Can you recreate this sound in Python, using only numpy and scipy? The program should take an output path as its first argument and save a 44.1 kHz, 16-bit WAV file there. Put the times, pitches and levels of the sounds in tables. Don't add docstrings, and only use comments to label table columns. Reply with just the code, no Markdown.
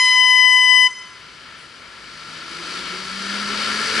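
import sys
import numpy as np
from scipy import signal
from scipy.fft import rfft, irfft, next_fast_len
from scipy.io import wavfile

SR = 44100
rng = np.random.default_rng(int(sys.argv[2]) if len(sys.argv) > 2 else 0)


def nominal_scale(level):
    x = np.asarray(level, float) / 20
    return 10 ** x


def dump_mix(stems):
    frames = np.atleast_2d(stems).T
    limited = np.clip(frames, -1, 1)
    pcm = np.round(limited * 32767).astype(np.int16)
    wavfile.write(sys.argv[1], SR, pcm)


N = 176400
STOP_S = 0.872
LEFT_RIGHT = np.array([[0.5], [-0.5]])


def at_hz(points, hz):
    p = np.array(points)
    return np.interp(np.log(hz + 1), np.log(p[:, 0]), p[:, 1])


def bumps(points, hz):
    return sum(db / (1 + (2 * (hz - centre) / width) ** 2) for centre, width, db in points)


def in_time(rows, t):
    s, *columns = np.transpose(rows)
    return [np.interp(t, s, c) for c in columns]


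def rms_one(x):
    return x / np.sqrt(np.mean(x ** 2) + 1e-20)


def drift(rate_hz, size=N):
    pole = np.exp(-80 * np.pi * rate_hz / SR)
    white = rng.standard_normal(size // 40 + 2002)
    slow = signal.lfilter([1], [1, -2 * pole, pole * pole], white)[2000:]
    return np.interp(np.arange(size) / 40, np.arange(len(slow)), rms_one(slow))


def wavering_phase(hz, wander_hz, rate_hz, size=N):
    return 2 * np.pi * np.cumsum(hz + wander_hz * drift(rate_hz, size)) / SR


def fade(t, start_s, decay_s):
    return np.exp(-np.clip(t - start_s, 0, 4) / decay_s)


def noise(spectrum, patchy_db):
    # hz, correlation
    likeness = [(60, 0.8), (130, 1), (270, 1), (570, 0.85), (1210, 1), (2550, 0.69), (5410, 0.91),
                (11400, 0.55)]
    # centre_hz, width_hz, lift_db
    housing = [(771, 220, -7), (1352.5, 130, 11), (1715, 154, 6.5), (2210, 240, 5), (3055, 200, 5),
               (4646, 850, 6), (6910, 400, -6.5), (7600, 230, 1.5), (9070, 190, -11.5), (9930, 500, 2.5)]
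    hz = np.arange(N // 2 + 1) * SR / N
    alike = np.clip(at_hz(likeness, hz), 0, 0.995)
    mid, side = rfft(rng.standard_normal((2, N)))
    pair = np.sqrt(1 + alike) * mid + np.sqrt(1 - alike) * side * [[1], [-1]]
    pair = pair * nominal_scale(at_hz(spectrum, hz) + bumps(housing, hz))
    octave = np.clip(np.log2((hz + 1) / 100), 0, 6)
    together = drift(3.0)
    out = 0
    for k in range(7):
        band = irfft(pair * np.clip(1 - abs(octave - k), 0, 1), N)
        out = out + band * nominal_scale(patchy_db * (1.1 * together + drift(5.0)))
    return rms_one(out)


def street():
    # hz, density_db_per_hz
    street_spectrum = [(15, -62), (25, -27.5), (47, -10), (182, -6.5), (603, -8.5), (1360, -7),
                       (3080, -9.5), (4750, -13), (11000, -28.5), (14300, -63), (22000, -120)]
    return nominal_scale(-41) * noise(street_spectrum, patchy_db=0.65)


def wind(t):
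    # hz, density_db_per_hz
    wind_spectrum = [(8, 1), (30, 0), (50, -9), (120, -40), (400, -75)]
    # start_s, level_db
    gusts = [
        (0, -58.5),
        (.55, -61),
        (.7, -74),
        (1.5, -78),
        (3.2, -71),
        (3.5, -60.5),
        (4, -68),
    ]
    return nominal_scale(in_time(gusts, t)[0]) * noise(wind_spectrum, patchy_db=4.0)


def squeal(t):
    swell = np.exp(-((t - 0.66) / 0.18) ** 2)
    level = nominal_scale(-53 + 7.4 * drift(10.0))
    return level * swell * np.sin(wavering_phase(1155, 3.4, 6.0))


def puff(t):
    # hz, density_db_per_hz
    puff_spectrum = [(3000, -26.5), (5500, -10), (10000, 10), (11000, -14)]
    start_s, rise_s, decay_s = 1.56, 0.02, 0.09
    envelope = np.clip((t - start_s) / rise_s, 0, 1) * fade(t, start_s, decay_s)
    return nominal_scale(-57) * envelope * noise(puff_spectrum, patchy_db=3.0)


def truck(t):
    # start_s, level_db
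    approach = [
        (1.2, -56),
        (1.8, -52),
        (2.2, -38.5),
        (2.6, -33),
        (3.0, -29.5),
        (3.4, -27),
        (3.75, -23.5),
        (4.0, -20.5),
    ]
    # start_s, pitch_hz, level_db
    engine = [
        (2.2, 151.9, -55),
        (2.45, 166, -54.5),
        (2.8, 180.7, -50),
        (3.05, 190, -43.5),
        (3.3, 199.1, -35.5),
        (3.5, 205.7, -34.5),
        (3.65, 213.5, -39),
        (3.79, 215.3, -35),
        (3.9, 218.8, -42),
        (4.0, 220, -37),
    ]
    # centre_hz, width_hz, level_over_roar_db
    pipe = [(343, 31, -16), (372, 17, -23.5), (409, 33, -27.5), (445, 11, -13)]
    # hz, density_db_per_hz
    roar_spectrum = [(15, -58), (25, -27), (141, -14.5), (207, -8), (740, -10.5), (1360, -6.5), (1950, -9),
                     (4630, -9.5), (11000, -26), (14300, -71), (22000, -120)]
    # hz, density_db_per_hz
    fan_spectrum = [(500, -39), (1100, -15), (1400, 3), (2200, -1), (2800, -9), (6000, -44)]
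    level_db, = in_time(approach, t)
    note_hz, note_db = in_time(engine, t)
    phase = wavering_phase(note_hz, 0.86, 6.3)

    knock_db = 1 * np.sin(phase / 3)
    roar = nominal_scale(level_db + knock_db) * noise(roar_spectrum, patchy_db=0.81)

    fan_end_db, fan_growth_db_per_s = -27, 16.5
    fan = nominal_scale(fan_end_db + fan_growth_db_per_s * (t - t[-1])) * noise(fan_spectrum, patchy_db=0.5)

    fade_in = np.clip(2.5 * (t - 1.9), 0, 1)
    note = nominal_scale(note_db + 0.8 * drift(12.0)) * fade_in * np.sin(phase)
    lift = sum(nominal_scale(db) / (1 + (2 * (2 * note_hz - hz) / width) ** 2) for hz, width, db in pipe)
    octave = lift * nominal_scale(level_db + 5.2 * drift(25.0)) * np.sin(2 * phase)

    idle_db = -62.5 + 0.39 * (level_db + 29) + 3.0 * drift(5.0)
    idle = nominal_scale(idle_db) * np.sin(wavering_phase(54.7, 1.9, 3.3))
    return roar + fan + np.sqrt(2) * (note + octave + idle)


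def walls(tone, t):
    near_db, near_t60_s = -32, 0.15
    far_db, far_t60_s = -30, 1.0
    roll_m_per_s, oncoming_m_per_s, spread_db = 2.2, 3.2, 3
    out, draws = np.zeros((2, len(t))), rng.random((48, 3))
    for k, (place, facing, side) in enumerate(draws):
        lag_s = 0.0092 + 0.8 * ((k + place) / len(draws)) ** 2
        gain = nominal_scale(near_db - 60 * lag_s / near_t60_s) + nominal_scale(far_db - 60 * lag_s / far_t60_s)
        oncoming = k % 9 == 5
        closing_m_per_s = roll_m_per_s * (1.2 * facing - 0.2) + oncoming_m_per_s * oncoming
        stretch = 1 + 2 * closing_m_per_s / 343
        heard = np.interp(STOP_S + (t - lag_s - STOP_S) * stretch, t, tone, left=0)
        pan = nominal_scale(spread_db * (2 * side - 1.5) * np.array([[1], [-1]]))
        out += gain * heard * (1 - 0.5 * oncoming) * pan
    return out


def horn():
    # start_s, pitch_hz
    reed = [
        (0, 1016),
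        (.05, 1011.5),
        (.2, 1008.4),
        (.5, 1007.4),
        (.87, 1006.6),
    ]
    # multiple, level_db_rms, extra_db at high pressure, flutter_db, toward_walls_db
    overtones = [(1, -26.5, 1.8, 0.4, 3.5), (2, -15, -0.5, -0.4, -6), (3, -18, -4, -0.47, -3.5),
                 (4, -48.5, 22.5, 2.5, 5), (5, -26.5, 5.5, 1, 0.5), (6, -35.5, 4, 0, 8.5),
                 (7, -47, 6.5, 3, 9), (8, -41.5, 3.8, 2.7, 7.5), (9, -50, 3.5, 2.5, 6),
                 (10, -43.5, 2, 2, 2.5)]
    # start_s, left_minus_right_db
    turn = [
        (0, 0),
        (.16, 2),
        (.45, 1.2),
        (.64, 5.5),
        (.8, 1),
    ]
    # hz, density_db_per_hz
    hiss_spectrum = [(700, -26), (1400, -21), (2100, -6.5), (3500, -7), (4500, -11), (5300, -17),
                     (9500, -36), (10800, -18)]
    settle_s, release_s, first_release_s = 0.19, 0.0065, 0.022
    bell_spread_rad, sway_db = 0.9, 2.64

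    lead, size = SR // 10, 2 * SR
    t = (np.arange(size) - lead) / SR
    phase = wavering_phase(in_time(reed, t)[0], 0.64, 25.0, size)
    valve = np.clip((t + 0.06) / 0.01, 0, 1) * np.exp(-np.clip(t - STOP_S, 0, 1) / release_s)
    pressure = fade(t, 0, settle_s)
    turn_db, = in_time(turn, t)

    tone, sent = 0, 0
    for k, db, early_db, flutter_db, wall_db in overtones:
        bell_rad = bell_spread_rad * (k - 1) * (k - 2)
        gate = valve ** (release_s / first_release_s if k == 1 else 1)
        wave = np.sqrt(2) * nominal_scale(db + pressure * early_db) * np.cos(k * phase - bell_rad) * gate
        sway = (sway_db * drift(6.2, size) + turn_db * (k == 2)) * LEFT_RIGHT
        tone = tone + wave * nominal_scale(flutter_db * drift(14.5, size) + sway)
        sent = sent + wave * nominal_scale(wall_db)

    tail_lift = nominal_scale(10.5 * (1 - fade(t, STOP_S, 0.058)))
    rush = nominal_scale(-41.5 + 4.5 * np.exp(-t[lead:] / 0.31)) * valve[lead:]
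    hiss = noise(hiss_spectrum, patchy_db=0.4)[:, :size - lead]
    out = np.zeros((2, N))
    out[:, :size - lead] = (tone + tail_lift * walls(sent, t))[:, lead:] + rush * hiss
    return out


def scene():
    t = np.arange(N) / SR
    duck_db = -5.5 * fade(t, STOP_S, 0.26)
    traffic = nominal_scale(duck_db) * (street() + truck(t))
    return traffic + wind(t) + squeal(t) + puff(t) + horn()


def roll_off(x):
    return signal.sosfilt(signal.butter(12, 12050, fs=SR, output="sos"), x)


def record(dry):
    # hz, left_minus_right_db
    tilt = [(60, -2), (130, -1.5), (270, -2.5), (570, 0.5), (1210, 2), (2550, 7), (5410, 3), (11400, 4.5)]
    # hz, left_lead_rad
    phase_lead = [(0, 0), (1890, 0.31), (2840, 0.21), (3960, 0.28), (4220, -0.37), (6370, -0.48),
                  (6980, -0.04), (11600, -0.2)]
    size = next_fast_len(N + 8192)
    hz = np.arange(size // 2 + 1) * SR / size
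    level = nominal_scale(at_hz(tilt, hz) * LEFT_RIGHT)
    turn = np.exp(1j * at_hz(phase_lead, hz) * LEFT_RIGHT)
    top_cut = np.clip((11110 - hz) / 80, 0, 1)
    mix = irfft(rfft(dry, size) * level * turn * top_cut, size)[:, :N]
    return roll_off(mix)


dry = scene()
out = record(dry)
dump_mix(out)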